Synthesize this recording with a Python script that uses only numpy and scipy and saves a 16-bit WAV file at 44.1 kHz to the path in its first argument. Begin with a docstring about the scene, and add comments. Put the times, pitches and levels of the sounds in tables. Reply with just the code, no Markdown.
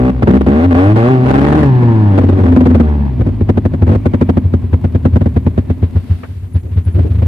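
"""The driver's seat of a car with a misfiring four-cylinder engine: it revs to about 4600 rpm, stumbles, falls back,
pops on single cylinders ever more slowly, almost stalls with faint thuds, then catches again into a lumpy idle.
Every exhaust pulse thumps and barks in resonant modes; strong ones steepen into a crack with noisy rasp.
Fast firings merge into a drone of sine orders; the shut throttle leaves the pipe ringing hollowly.
Shaped noise makes the rattle, bay rush, growing hiss, squeaks, scuffs, whirr and a knock."""
import sys
import numpy as np
from scipy import signal
from scipy.fft import rfft, irfft, next_fast_len
from scipy.io import wavfile
from scipy.ndimage import uniform_filter1d, minimum_filter1d

SR = 44100
rng = np.random.default_rng(int(sys.argv[2]) if len(sys.argv) > 2 else 0)


def int16_out(signal):
    """Quantize to a 16-bit WAV file."""
    q = np.round(np.clip(np.atleast_2d(signal).T, -1, 1) * 32767)
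    wavfile.write(sys.argv[1], SR, q.astype(np.int16))


N = 320607
T = np.arange(N) / SR
SIZE = 16384  # samples of the transform that shapes each pulse
GRID = np.fft.rfftfreq(SIZE, 1 / SR)

# All dB values are relative levels inside the mix.
# the rev and its drone: time_s, firing_rate_hz, first_order_db, second_order_db, third_order_db
REV = [(0.0, 63, -23, -13, -19.5), (0.02, 62.3, -11, -14, -41.5), (0.102, 64.5, -22, -17.5, -6),
       (0.16, 62.2, -12, -21.5, -39), (0.212, 60.5, -20.5, -13, -24.5), (0.32, 62.7, -14.5, -22.5, -9.5),
       (0.39, 70.2, -11.5, -29, -23.5), (0.47, 64.3, -15, -15.5, -21.5), (0.62, 83.4, -14, -46, -6),
       (0.67, 91.6, -7.5, -27, -9), (0.74, 83, -11, -33, -3), (0.88, 102.5, -3, -26.5, -9),
       (0.96, 110.5, -8, -28.5, -15.5), (1.02, 114.7, -4.5, -7, -17.5), (1.11, 131, -10, -9, -14.5),
       (1.202, 125.6, -9, -13.5, -19.5), (1.299, 131.3, -14, -17, -36), (1.58, 154.6, -10.5, -13, -38),
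       (1.72, 128, -7, -21.5, -25.5), (1.95, 111, -8, -15.5, -18), (2.12, 98.6, -6.5, -17.5, -22),
       (2.21, 92.3, -8.5, -34, -18.5), (2.392, 94.3, -11, -38.5, -22.5), (2.42, 95, -4, -16.5, -64),
       (2.45, 84, -11.5, -36, -10), (2.51, 86, -8, -28, -8), (2.73, 82.5, -9.5, -34, -12),
       (2.812, 78, -9, -26.5, -13), (2.89, 74.4, -9, -22, -26), (3.041, 70.4, -11.5, -20, -19),
       (3.16, 59.6, -18, -17.5, -33)]
# the long sinking after it: time_s, firing_rate_hz
STALL = [(3.3, 54), (3.5, 49.5), (4.3, 51), (4.7, 39), (5.5, 37), (6.05, 27), (6.4, 16), (6.9, 21),
         (7.2, 27)]
# how hard the ordinary firings burn: time_s, force_db
LOAD = [(0, -25.5), (.09, -21.5), (.3, -23), (.5, -22.5), (.64, -20.5), (.8, -14.5), (.92, -19.5),
        (1.05, -15.5), (1.2, -24.5), (1.31, -19.5), (1.62, -21), (1.72, -28), (2.1, -27), (2.16, -24.5),
        (2.25, -32), (2.38, -29), (2.47, -23.5), (2.55, -31.5), (2.8, -33.5), (2.88, -27), (3.16, -49.5),
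        (4.4, -60), (4.8, -59), (5.35, -54), (6, -78.5), (6.9, -72), (7.27, -46.5)]
# single pulses, from hard pops to the faint compression thuds of the near stall:
# time_s, force_db, extra_body_db, extra_thump_db
POPS = [(0.226, -15, 0.5, 0), (0.275, -12, 2.5, 2), (0.466, -15.5, 1, 0), (0.751, -13.5, 0, 4),
        (0.962, -13.5, 0, -0.5), (1.825, -25.5, 2, -0.5), (2.18, -12.5, -1, -1), (2.212, -24.5, -3.5, -0.5),
        (2.236, -23.5, 5, -1), (2.29, -22, 5, -3.5), (2.324, -28, 3, 1.5), (2.383, -22, 0, -2),
        (2.439, -24.5, -0.5, 2.5), (2.479, -26, -0.5, 4), (2.522, -15, -3.5, 1), (2.565, -8.5, 3, 2.5),
        (2.609, -14, -1, -1), (2.658, -12.5, 2, 0), (2.705, -21, 1, 4.5), (2.748, -14, -4.5, 3),
        (2.8, -14, 3, 0), (3.194, -33, 6.5, 3), (3.211, -25.5, 1, 1), (3.265, -26, 5.5, -4.5),
        (3.285, -27.5, -0.5, -3.5), (3.41, -25.5, 5.5, -0.5), (3.492, -13, -1.5, -3),
        (3.574, -16.5, 0, -3.5), (3.654, -17, -1, -3), (3.738, -22, 0, -4), (3.822, -18, 0.5, 3.5),
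        (3.87, -22.5, -2.5, -1.5), (3.892, -17.5, -0.5, -7), (3.914, -20, 0.5, -5.5),
        (3.932, -22.5, -3, -2.5), (3.95, -19.5, -1.5, -2), (4.058, -16, 0, -1.5), (4.138, -15.5, 0.5, -4.5),
        (4.214, -12, 0, -1), (4.292, -13.5, -0.5, 0), (4.371, -17, 2, -2), (4.45, -38, 5.5, -1.5),
        (4.538, -20, 2, -1), (4.638, -44.5, 3.5, -0.5), (4.733, -20.5, -2.5, 2.5), (4.843, -20, -0.5, 0.5),
        (4.949, -22, 2, 0.5), (5.054, -13.5, 2, 3.5), (5.134, -38, 2.5, 0.5), (5.16, -17.5, 0.5, 0),
        (5.211, -20.5, 0, -0.5), (5.26, -21.5, 3.5, -1.5), (5.364, -19, -0.5, -1.5), (5.466, -19.5, 2, 0),
        (5.579, -18.5, 0.5, -2), (5.701, -22, 0.5, -1), (5.828, -24.5, -1, 1.5), (5.96, -30, 0, 1.5),
        (6.107, -39, -2, 1.5), (6.301, -68, -4, 1.5), (6.364, -58.5, -7, -3), (6.431, -62.5, -7, 1),
        (6.553, -37, 4, 0.5), (6.652, -58, 0, 0), (6.718, -53, -3, 0), (6.77, -35, -0.5, 1),
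        (6.869, -41, -1, 0), (6.951, -40, 3, 0.5), (6.992, -25.5, -1.5, 1.5), (7.028, -50, -11, -0.5),
        (7.055, -46, 3, 1), (7.107, -42, -5, 1), (7.145, -41.5, -8, 1.5), (7.184, -41.5, -15, 2),
        (7.222, -26, -2.5, 0), (7.257, -43, 6.5, -0.5)]
# the spark drops out: start_s, end_s
MISFIRES = [(.109, .222), (.238, .27), (.376, .4), (.424, .46), (.664, .708), (.724, .74), (.93, .952)]
# cylinders in firing order: relative_strength (no unit)
CYLINDERS = [0.11, -0.41, 1, 0.78]
MAX_EXCESS = 1  # a cylinder burns at most this many spreads above the mean
# spells of uneven burning: start_s, end_s, extra_spread_db between cylinders
ROUGH_SPELLS = [(0.252, 0.5, 2.5), (1.25, 1.67, 4), (2.162, 2.829, 3)]
EVEN_SPREAD_DB, SPELL_FADE_S = 1.1, 0.08
# coasting with the throttle shut: start_s, end_s
COASTS = [(1.64, 2.14), (2.86, 3.12)]
COAST_ATTACK_S, COAST_RELEASE_S = .06, .06

# low cabin and exhaust resonances, the thump: centre_hz, width_hz, level_db
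LOW_MODES = [(55, 8, -6), (88.6, 17.1, 1.5), (158.1, 37.6, -2.5), (161.8, 27, -2.5)]
# middle cabin and exhaust resonances, the bark: centre_hz, width_hz, level_db
MID_MODES = [(207.5, 8.7, 2.5), (249.8, 17.8, 5.5), (281, 11, -8.5), (350, 27, -15), (359.4, 88, 2),
             (451.5, 180, -12)]
# the silencer's ring: centre_hz, width_hz, level_db
SILENCER_MODES = [(234, 12, 5), (274, 54, 0), (342.6, 37, 7), (413, 49, -1.5)]
# the short dull body of a single pulse: centre_hz, width_hz, level_db
BODY_MODES = [(137, 61, 4), (345, 123, 5), (431.5, 74, -5), (505, 40, -13)]
# hollow ring of the pipe with the throttle shut: centre_hz, width_hz, level_db
PIPE = [(610, 70, -8), (815, 60, -2), (935, 75, 0), (1160, 90, -13), (1730, 130, -11), (2450, 280, -23)]
# the silencer sings when the fourth order meets its ring: centre_hz, half_width_hz, level_over_bark_db
SING = (246, 18, 2)

# steep front of an ordinary firing: frequency_hz, level_db
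RUN_FRONT = [(120, -37), (300, -3.5), (450, 6), (650, 11.5), (900, 1), (1500, -8), (2500, -15.5),
             (3500, -28.5), (5000, -40), (8000, -55), (15000, -56.5)]
# its paths to the seat: delay_s, gain (no unit)
RUN_PATHS = [(0, 0.37), (.0013, -0.11), (.0031, -0.19)]
# steep front of a single pulse: frequency_hz, level_db
FRONT = [(100, -68.5), (300, -21.5), (480, 14.5), (650, 6.5), (850, 1), (1100, -10.5), (1600, -11),
         (2500, -18), (3500, -29.5), (5000, -33.5), (7000, -45.5), (12000, -51), (16000, -54)]
# its paths to the seat: delay_s, gain (no unit)
PATHS = [(0.001, -.8), (.0032, -1.3), (.0055, 0.98), (.0078, 1), (.0098, -1.5), (.012, 0.7), (0.0155, 0.78),
         (.02, 0.074)]

# colour of the tearing gas: frequency_hz, density_db per Hz
RASP = [(200, -32.5), (700, 9.5), (1300, 2), (1750, -1), (2500, -10.5), (3500, -15.5), (5000, -24.5),
        (7000, -30.5), (10000, -31.5), (15000, -49.5)]
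# colour of the gas puffs with the throttle shut: frequency_hz, density_db per Hz
OVERRUN = [(200, -24), (600, -5), (780, -5.5), (920, 1.5), (1060, 0), (1350, -17.5), (1750, -3.5),
           (2050, -28), (2500, -17.5), (4000, -41), (8000, -67)]
# colour of the engine bay: frequency_hz, density_db per Hz
BAY = [(30, -13.5), (90, 22.5), (190, 17.5), (250, 25.5), (300, 13.5), (380, 11), (480, 1), (600, 3.5),
       (800, -3.5), (1000, -3), (1350, -13.5), (2000, -13), (2400, -15), (2750, -17), (4500, -25.5),
       (6000, -36.5), (15000, -55.5)]
# colour of loose parts that rattle when the labouring engine shakes: frequency_hz, density_db per Hz
RATTLE = [(200, -5.5), (380, 22.5), (550, 7), (1000, 4.5), (2000, 2), (3000, -3), (4500, -9.5),
          (7000, -27.5), (14000, -37)]
# dull scuffs as the engine catches: middle_s, length_s, level_db
SCUFFS = [(6.661, 0.065, -32.5), (6.985, 0.052, -19), (7.061, 0.039, -19), (7.098, 0.045, -36),
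          (7.218, 0.021, -31)]
# their colour: frequency_hz, density_db per Hz
SCUFF = [(150, -14), (300, 14.5), (450, 5.5), (650, -5.5), (1000, -22.5), (2000, -43.5), (6000, -54.5)]
# thin, faint squeaks: middle_s, length_s, level_db
SQUEAKS = [(6.539, 0.016, -49.5), (6.572, 0.1, -62), (6.854, 0.026, -56), (6.939, 0.034, -56),
           (6.984, 0.037, -67)]
# a faint whirr of the engine between the pops: middle_s, length_s, level_db
WHIRR = [(4.2, .7, -48)]
# its colour: frequency_hz, density_db per Hz
WHIRR_COLOUR = [(600, -30), (800, -4), (950, 5), (1100, -10), (1400, -18), (1800, -11), (2050, -20),
                (2200, -2), (2370, -1), (2500, -22), (3350, -14), (4000, -32)]
# a hiss that swells as the engine sinks: middle_s, length_s, level_db
HISS_SWELL = [(6.15, 0.53, -49)]
# its colour: frequency_hz, density_db per Hz
HISS_SWELL_COLOUR = [(500, -7.5), (1600, 3), (3000, 0.5), (4500, -3), (6500, -15), (10000, -12),
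                     (15000, -16)]
# a dull knock, one row: start_s, level_db, rise_s, t60_s
KNOCK = (6.233, -20, .002, .07)
# its colour: frequency_hz, density_db per Hz
KNOCK_COLOUR = [(150, -10), (400, 13), (800, 5), (1300, 6), (2200, -2), (3200, -12), (5000, -32),
                (12000, -55)]
# a thin hiss that slowly grows: time_s, level_db
HISS = [(2.8, -64.5), (5, -60.5), (6.15, -59.5), (7.27, -57)]

# a pulse's force sets its colour: the crack follows it fully, the bark nearly, the thump only below a knee
BARK_SLOPE = 0.89
RUN_KNEE_DB, RUN_THUMP_SLOPE = -30, 0.51
POP_KNEE_DB, POP_THUMP_SLOPE = -39.5, 0.57
SOFT_KNEE_DB, SOFT_CRACK_SLOPE = -16, 0.42  # ordinary fronts below this level are weakened further
# above this firing rate a single pulse changes by these dB per octave
RACE_HZ, RACE_THUMP_DB, RACE_BARK_DB, RACE_CRACK_DB = 49.8, -11, -2, 2.5
SLOW_BODY_DB = 4  # the dull push grows per octave below RACE_HZ, for half an octave
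BODY_SCATTER = .1  # log spread of the push's pitch
RING_FROM_HZ, RING_FADE_DB = 51.4, 22  # below this firing rate the silencer ring fades, per octave
MERGE_FROM_HZ, MERGE_TO_HZ = 53, 58  # firing rates between which thumps merge into a drone
RUN_BARK_DB, RUN_BARK_OCTAVE_DB = 5.5, -8  # bark of ordinary firings, and its fall per octave once merged
HALVES_FROM_HZ = 140  # below this firing rate the half orders fade
RETURN_S, RETURN_DB = .0058, 0.5  # each front comes back inverted from the open end of the pipe
# dB more bark, returning front and rasp per dB of spread
ROUGH_BARK_GAIN, ROUGH_FRONT_GAIN, ROUGH_RASP_GAIN = 1.5, 0.2, 1.1
CRUISE_HZ = 100  # firing rate to which pipe and bay levels refer
OVERRUN_DB, OVERRUN_OCTAVE_DB = -33.5, 10  # pipe level, and its rise per octave of speed
OVERRUN_LEAK_DB, SLOW_LEAK_DB = -14, -12.5  # weaker with the throttle open, weaker still at low revs
RING_OVER_DB, PUFF_DB, SHUT_BARK_DB = 2, -4, -6  # pipe ring, gas puffs, fall of the bark with throttle shut
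RATTLE_DB, RATTLE_BELOW_HZ, RATTLE_POWER = -30, 47, 0.75
BAY_DB, BAY_OCTAVE_DB = -19, 6  # bay noise at CRUISE_HZ, and its rise per octave
DYING_HZ, DYING_FALL_DB = 23, 11  # below this firing rate the bay falls faster, per octave
THROB_DB, CYCLE_THROB_DB = -1, 1.5  # swing with each firing and with each four
TOP_HZ = 15000


def exhaust():
    """Ordinary firings and single pulses ring the cabin, shake loose parts and sound the pipe."""
    fired = firings(scatter=1.0, jitter=.00005)
    run_low, run_high = running(fired)
    pop_low, pop_high = popping()
    highpass = signal.butter(4, 44, "highpass", fs=SR, output="sos")
    low = signal.sosfilt(highpass, run_low + pop_low)
    return low + run_high + singing(fired) + pop_high + rattle(low) + overrun(fired)


def running(fired):
    """Ordinary firings: the low part, and a bark with one steep front each and its inverted return."""
    times, strength_db, dead = fired
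    thump_db, bark_db, crack_db = run_levels(times)
    uneven_db = spread(times)

    low_shape = ringing(LOW_MODES, lag=.0001, echo=0.045, round_trip=0.034)
    thump = steady(fired, low_shape, thump_db - 5.5, misfire_db=-6.5) * (1 - merged(T))
    orders = amp(2.5) * drone(fired, lag=0.00018, half_db=-14.0, misfire_db=-4.0)

    bark_shape = ringing(MID_MODES, lag=0.00036, echo=0.084, round_trip=0.01168)
    bark_fall_db = RUN_BARK_OCTAVE_DB * np.maximum(octaves(times, MERGE_TO_HZ), 0)
    bark_db = bark_db + RUN_BARK_DB + bark_fall_db + ROUGH_BARK_GAIN * uneven_db
    bark = steady(fired, bark_shape, bark_db, misfire_db=-17)

    front = shock(RUN_FRONT, RUN_PATHS, skew=0.00026, stray=0)
    direct = steady(fired, front, crack_db, misfire_db=-25)
    returning = times + RETURN_S, strength_db, dead
    return_db = crack_db + RETURN_DB + ROUGH_FRONT_GAIN * uneven_db
    crack = direct - steady(returning, front, return_db, misfire_db=-13.5)
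    rasp_gain = amp(-7 + ROUGH_RASP_GAIN * spread(T))
    rasp = rasp_gain * envelope(crack, size=40) * noise(RASP, side_db=0.5)
    return thump + orders, bark + crack + rasp


def drone(fired, lag, half_db, misfire_db):
    """Fast firings merge into three clean orders; unequal cylinders add half orders between them."""
    times, strength_db, dead = fired
    phase = 2 * np.pi * (turns() - lag * speed(T) * np.array([[1], [0]]))
    first, second, third = amp(curves(REV, T)[1:])
    burning = amp(np.interp(T, times, misfire_db * dead + 1.8 * strength_db))
    half_level = amp(half_db) * (spread(T) - EVEN_SPREAD_DB) * np.minimum(speed(T) / HALVES_FROM_HZ, 1) ** 4
    halves = half_level * (np.sin(phase / 2) + .6 * np.sin(3 * phase / 2))
    upper = second * np.sin(2 * phase) + third * np.sin(3 * phase)
    return -merged(T) * (first * (np.sin(phase) + halves) + burning * upper)


def popping():
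    """Single pulses: an early thump, bark, silencer ring, dull push of varying pitch, ragged fronts, tearing gas."""
    times = np.transpose(POPS)[0]
    thump_db, bark_db, crack_db = pop_levels()
    low_shape = ringing(LOW_MODES, lag=.0001, echo=1.1, round_trip=0.01107)
    thump = single([low_shape], thump_db - 4.0, lead=0.01051)
    bark_shape = ringing(MID_MODES, lag=0.00025, echo=0.21, round_trip=0.01168)
    bark = single([bark_shape], bark_db + 5.5)

    ring_shape = -ringing(SILENCER_MODES, lag=0.000078, echo=0.031, round_trip=0.0089)
    ring_fade_db = RING_FADE_DB * np.minimum(octaves(times, RING_FROM_HZ), 0)
    ring = single([ring_shape], bark_db + 3.0 + ring_fade_db)

    bodies = []
    for pitch in np.exp(BODY_SCATTER * rng.standard_normal(17)):
        modes = [(hz * pitch, width, db) for hz, width, db in BODY_MODES]
        bodies.append(ringing(modes, lag=0.00041, echo=0.23, round_trip=.014))
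    slow_db = SLOW_BODY_DB * np.clip(-octaves(times, RACE_HZ), 0, .5)
    body = single(bodies, bark_db + 8 + slow_db)

    ragged = [shock(FRONT, PATHS, skew=.00028, stray=.0006) for variant in range(13)]
    crack = single(ragged, crack_db - 2.0, lead=.003)
    gas = tearing(crack, lead=0.001, swell=0.005, swell_db=-5)
    rasp = amp(-8.5) * gas * noise(RASP, side_db=0) * amp([[.8], [-.8]])  # louder on the left
    return thump, bark + ring + body + crack + rasp


def tearing(crack, lead, swell, swell_db):
    """Level of the tearing gas: it swells ahead of each front."""
    level = envelope(crack, size=70)
    keep = np.exp(-1 / (abs(swell) * SR))
    # smoothing run backwards in time rises before the front
    ahead = signal.lfilter([1 - keep], [1, -keep], level[::-1])[::-1]
    return np.interp(T + lead, T, level) + amp(swell_db) * ahead


def singing(fired):
    """The fourth order swells as it crosses the silencer's ring, and drops when the spark does."""
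    times, strength_db, dead = fired
    hz, width, db = SING
    level_db = np.interp(T, times, run_levels(times)[1] + db - 18 * dead)
    resonance = 1 / (1 + ((4 * speed(T) - hz) / width) ** 2)
    return amp(level_db) * resonance * np.sin(8 * np.pi * turns())


def overrun(fired):
    """With the throttle shut, pulses ring the pipe hollowly with faint puffs of gas; open, it is weaker."""
    times, strength_db, dead = fired
    pipe_shape = ringing(PIPE, lag=0.00024, echo=0.1, round_trip=0.01)
    ring = play(times, amp(strength_db), [pipe_shape])
    ring = ring / (envelope(ring, size=12000) + 1e-6)
    puffs = amp(PUFF_DB) * envelope(ring, size=200) * noise(OVERRUN, side_db=-13.5)
    above = octaves(T, CRUISE_HZ)
    leak_db = OVERRUN_LEAK_DB + SLOW_LEAK_DB * np.clip(-2 * above, 0, 1)
    level_db = OVERRUN_DB + OVERRUN_OCTAVE_DB * above + (1 - coasting(T)) * leak_db
    return amp(level_db) * (amp(RING_OVER_DB) * ring + puffs)


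def rattle(thump):
    """Thumps of the slow engine shake loose parts, whose noise follows a power of the thump's level."""
    slowness = np.clip(-2 * octaves(T, RATTLE_BELOW_HZ), 0, 1)
    shaking = envelope(thump, size=300) ** RATTLE_POWER
    return amp(RATTLE_DB) * slowness * shaking * noise(RATTLE, side_db=0.5)


def firings(scatter, jitter):
    """Times of the exhaust pulses, their strengths in dB, and which of them misfire."""
    count = turns()
    times = np.interp(np.arange(int(count[-1])), count, T)
    spread_db = spread(times)
    luck = rng.standard_normal((len(times), 2))
    excess = np.resize(CYLINDERS, len(times)) + scatter * luck[:, 0]
    strength_db = spread_db * np.minimum(excess, MAX_EXCESS)
    dead = sum((times > a) & (times < b) for a, b in MISFIRES)
    # uneven burning also shifts the pulses in time, except while coasting
    shift = jitter * spread_db * (1 - coasting(times)) * luck[:, 1]
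    return times + shift, strength_db, dead


def run_levels(at):
    """The ordinary firings follow the load; a light load weakens their crack."""
    thump_db, bark_db, crack_db = colour(curves(LOAD, at)[0], RUN_KNEE_DB, RUN_THUMP_SLOPE)
    soft_db = SOFT_CRACK_SLOPE * np.minimum(crack_db - SOFT_KNEE_DB, 0)
    return thump_db, bark_db + SHUT_BARK_DB * coasting(at), crack_db + soft_db


def pop_levels():
    """At high revs a single pulse thumps and barks less, and cracks more."""
    times, force_db, extra_body_db, extra_thump_db = np.transpose(POPS)
    thump_db, bark_db, crack_db = colour(force_db, POP_KNEE_DB, POP_THUMP_SLOPE)
    racing = np.maximum(octaves(times, RACE_HZ), 0)
    thump_db = thump_db + extra_thump_db + RACE_THUMP_DB * racing
    bark_db = bark_db + extra_body_db + RACE_BARK_DB * racing
    return thump_db, bark_db, crack_db + RACE_CRACK_DB * racing


def colour(force_db, knee_db, thump_slope):
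    """Thump, bark and crack in dB of pulses of the given force."""
    return thump_slope * np.minimum(force_db - knee_db, 0), BARK_SLOPE * force_db, force_db


def speed(at):
    """Firings a second at the given times."""
    return curves([row[:2] for row in REV] + STALL, at)[0]


def turns():
    """Number of firings so far, at each sample."""
    return np.cumsum(speed(T)) / SR


def octaves(at, hz):
    """How many octaves the firing rate lies above hz."""
    return np.log2(speed(at) / hz)


def spread(at):
    """How unequally the cylinders burn, in dB."""
    spells = [db * gate(at, a, b, SPELL_FADE_S, SPELL_FADE_S) for a, b, db in ROUGH_SPELLS]
    return EVEN_SPREAD_DB + sum(spells)


def merged(at):
    """How far the single thumps have merged into a drone, 0-1."""
    return np.clip((speed(at) - MERGE_FROM_HZ) / (MERGE_TO_HZ - MERGE_FROM_HZ), 0, 1)


def coasting(at):
    """How far the engine coasts with the throttle shut, 0-1."""
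    return sum(gate(at, a, b, COAST_ATTACK_S, COAST_RELEASE_S) for a, b in COASTS)


def steady(fired, shape, level_db, misfire_db):
    """A train of ordinary firings, evened out to the given running levels."""
    times, strength_db, dead = fired
    sizes = amp(strength_db)
    built_up = np.interp(times, T, envelope(play(times, sizes, [shape]), size=4000))
    return play(times, sizes / built_up * amp(level_db + misfire_db * dead), [shape])


def single(shapes, level_db, lead=0):
    """The single pulses at the given levels, starting lead seconds early."""
    peak = np.mean([envelope(shape, size=440).max() for shape in shapes])
    return play(np.transpose(POPS)[0] - lead, amp(level_db) / peak, shapes)


def play(times, sizes, shapes):
    """A stereo pulse at each time, taking the shapes in turn."""
    at = np.clip(times * SR, 0, N - 1).astype(int)
    count = len(shapes)
    total = 0
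    for k, shape in enumerate(shapes):
        clicks = np.bincount(at[k::count], sizes[k::count], N)
        total = total + signal.oaconvolve(clicks[None], shape, axes=1)[:, :N]
    return total


def ringing(modes, lag, echo, round_trip):
    """Stereo answer of resonances to one push and its echo down the pipe; the left hears it lag seconds later."""
    f = GRID
    h = 0
    for k, (centre, width, db) in enumerate(modes):
        damping = 1j * f * width
        h = h + (-1) ** k * amp(db) * damping / (centre * centre - f * f + damping)
    h = h * (1 + echo * np.exp(-2j * np.pi * f * round_trip))
    h = h / (1 + 1j * f / (2 * modes[-1][0])) ** 3  # dull the top
    return -irfft([h * np.exp(-2j * np.pi * f * lag), h])[:, :SIZE // 4]


def shock(colour_points, paths, skew, stray):
    """A causal steep front, arriving along slightly straying paths that favour right and left in turn."""
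    # folding the cepstrum gives minimum phase: all the energy as early as possible
    cepstrum = irfft(np.log(amp(along(colour_points, GRID))))
    cepstrum[1:SIZE // 2] *= 2
    cepstrum[SIZE // 2 + 1:] = 0
    delays, gains = np.transpose(paths)
    delays = np.abs(delays + stray * rng.standard_normal(len(delays)))
    late = skew * ((np.arange(len(delays)) + np.arange(2)[:, None] + 1) % 2)
    arrivals = gains @ np.exp(-2j * np.pi * (delays + late)[..., None] * GRID)
    return irfft(np.exp(rfft(cepstrum)) * arrivals)[:, :SIZE // 8]


def scuffs():
    """Short, dull rubs of shaped noise."""
    return swells(SCUFFS) * noise(SCUFF)


def small_sounds():
    """A faint whirr, a swelling hiss, a dull knock and a few thin squeaks, all of shaped noise."""
    start, db, rise, t60 = KNOCK
    age = np.maximum(T - start, 0)
    knock = amp(db - 60 * age / t60) * (1 - np.exp(-age / rise)) * noise(KNOCK_COLOUR)
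    squeak = noise([(8500, -62), (9700, -19.0), (9930, 34.5), (10200, -1.0), (11500, -35.5)])
    whirr = swells(WHIRR) * noise(WHIRR_COLOUR)
    hiss = swells(HISS_SWELL) * noise(HISS_SWELL_COLOUR, side_db=0.5)
    return knock + swells(SQUEAKS) * squeak + whirr + hiss


def background():
    """Muffled rush of the engine bay, growing with speed and throbbing with the firings, over a growing thin hiss."""
    thin = noise([(3000, -31.5), (6000, -4.0), (9500, -1.0), (15000, -4.0)], side_db=1.0)
    throb_db = THROB_DB * np.cos(2 * np.pi * turns()) + CYCLE_THROB_DB * np.cos(np.pi * turns() / 2)
    dying_db = DYING_FALL_DB * np.minimum(octaves(T, DYING_HZ), 0)
    bay_db = BAY_DB + BAY_OCTAVE_DB * octaves(T, CRUISE_HZ) + dying_db
    bay = amp(bay_db + throb_db) * noise(BAY, side_db=-6.0)
    return bay + amp(curves(HISS, T)[0]) * thin


def amp(db):
    """Decibels to linear gain."""
    return 10 ** (np.asarray(db) / 20)


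def unit(x):
    """x scaled to an rms of 1."""
    return x / np.sqrt(np.mean(x ** 2) + 1e-20)


def along(points, hz):
    """Points of frequency and value, joined on a log frequency axis."""
    f, v = np.transpose(points)
    return np.interp(np.log(hz + 1), np.log(f + 1), v)


def curves(rows, at):
    """Each column of a table at the given times."""
    s, *cols = np.transpose(rows)
    return [np.interp(at, s, c) for c in cols]


def gate(at, start, end, attack, release):
    """Rises to 1 around start, holds, and falls around end."""
    return np.clip(np.minimum((at - start) / attack, (end - at) / release) + .5, 0, 1)


def swells(rows):
    """Level of smooth bell-shaped swells, each centred on its time."""
    return sum(amp(db) * np.exp(-(2 * (T - s) / length) ** 2) for s, length, db in rows)


def filtered(x, response):
    """x times a response of frequency."""
    m = next_fast_len(N + SR // 2)
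    return irfft(rfft(x, m) * response(np.fft.rfftfreq(m, 1 / SR)), m)[..., :N]


def noise(spectrum, side_db=-2):
    """Stereo noise of rms 1; side_db sets its width."""
    mid, side = filtered(rng.standard_normal((2, N)), lambda hz: amp(along(spectrum, hz)))
    side = amp(side_db) * side
    return unit(np.array([mid + side, mid - side]))


def envelope(x, size):
    """Running rms of the middle of a stereo pair, over size samples."""
    power = uniform_filter1d(x.mean(0) ** 2, size, mode="constant")
    return np.sqrt(np.abs(power) + 1e-12)


def scene():
    """The whole mix, a little louder on the left."""
    return (exhaust() + background() + small_sounds() + scuffs()) * amp([[.4], [-.4]])


def record(dry):
    """A quick limiter holds down the loudest pulses and the rest clips softly, between a low and a high cut."""
    dry = filtered(dry, lambda hz: hz ** 2 / (hz ** 2 + 25 ** 2))
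    needed = 1 / np.maximum(np.abs(dry).max(0) / 1.407, 1)
    limited = dry * uniform_filter1d(minimum_filter1d(needed, size=400), size=400)
    hardness = 20  # higher keeps the waveform straighter up to full scale
    rounded = limited / (1 + np.abs(limited) ** hardness) ** (1 / hardness)
    return filtered(rounded, lambda hz: hz < TOP_HZ)


dry = scene()
out = record(dry)
int16_out(out)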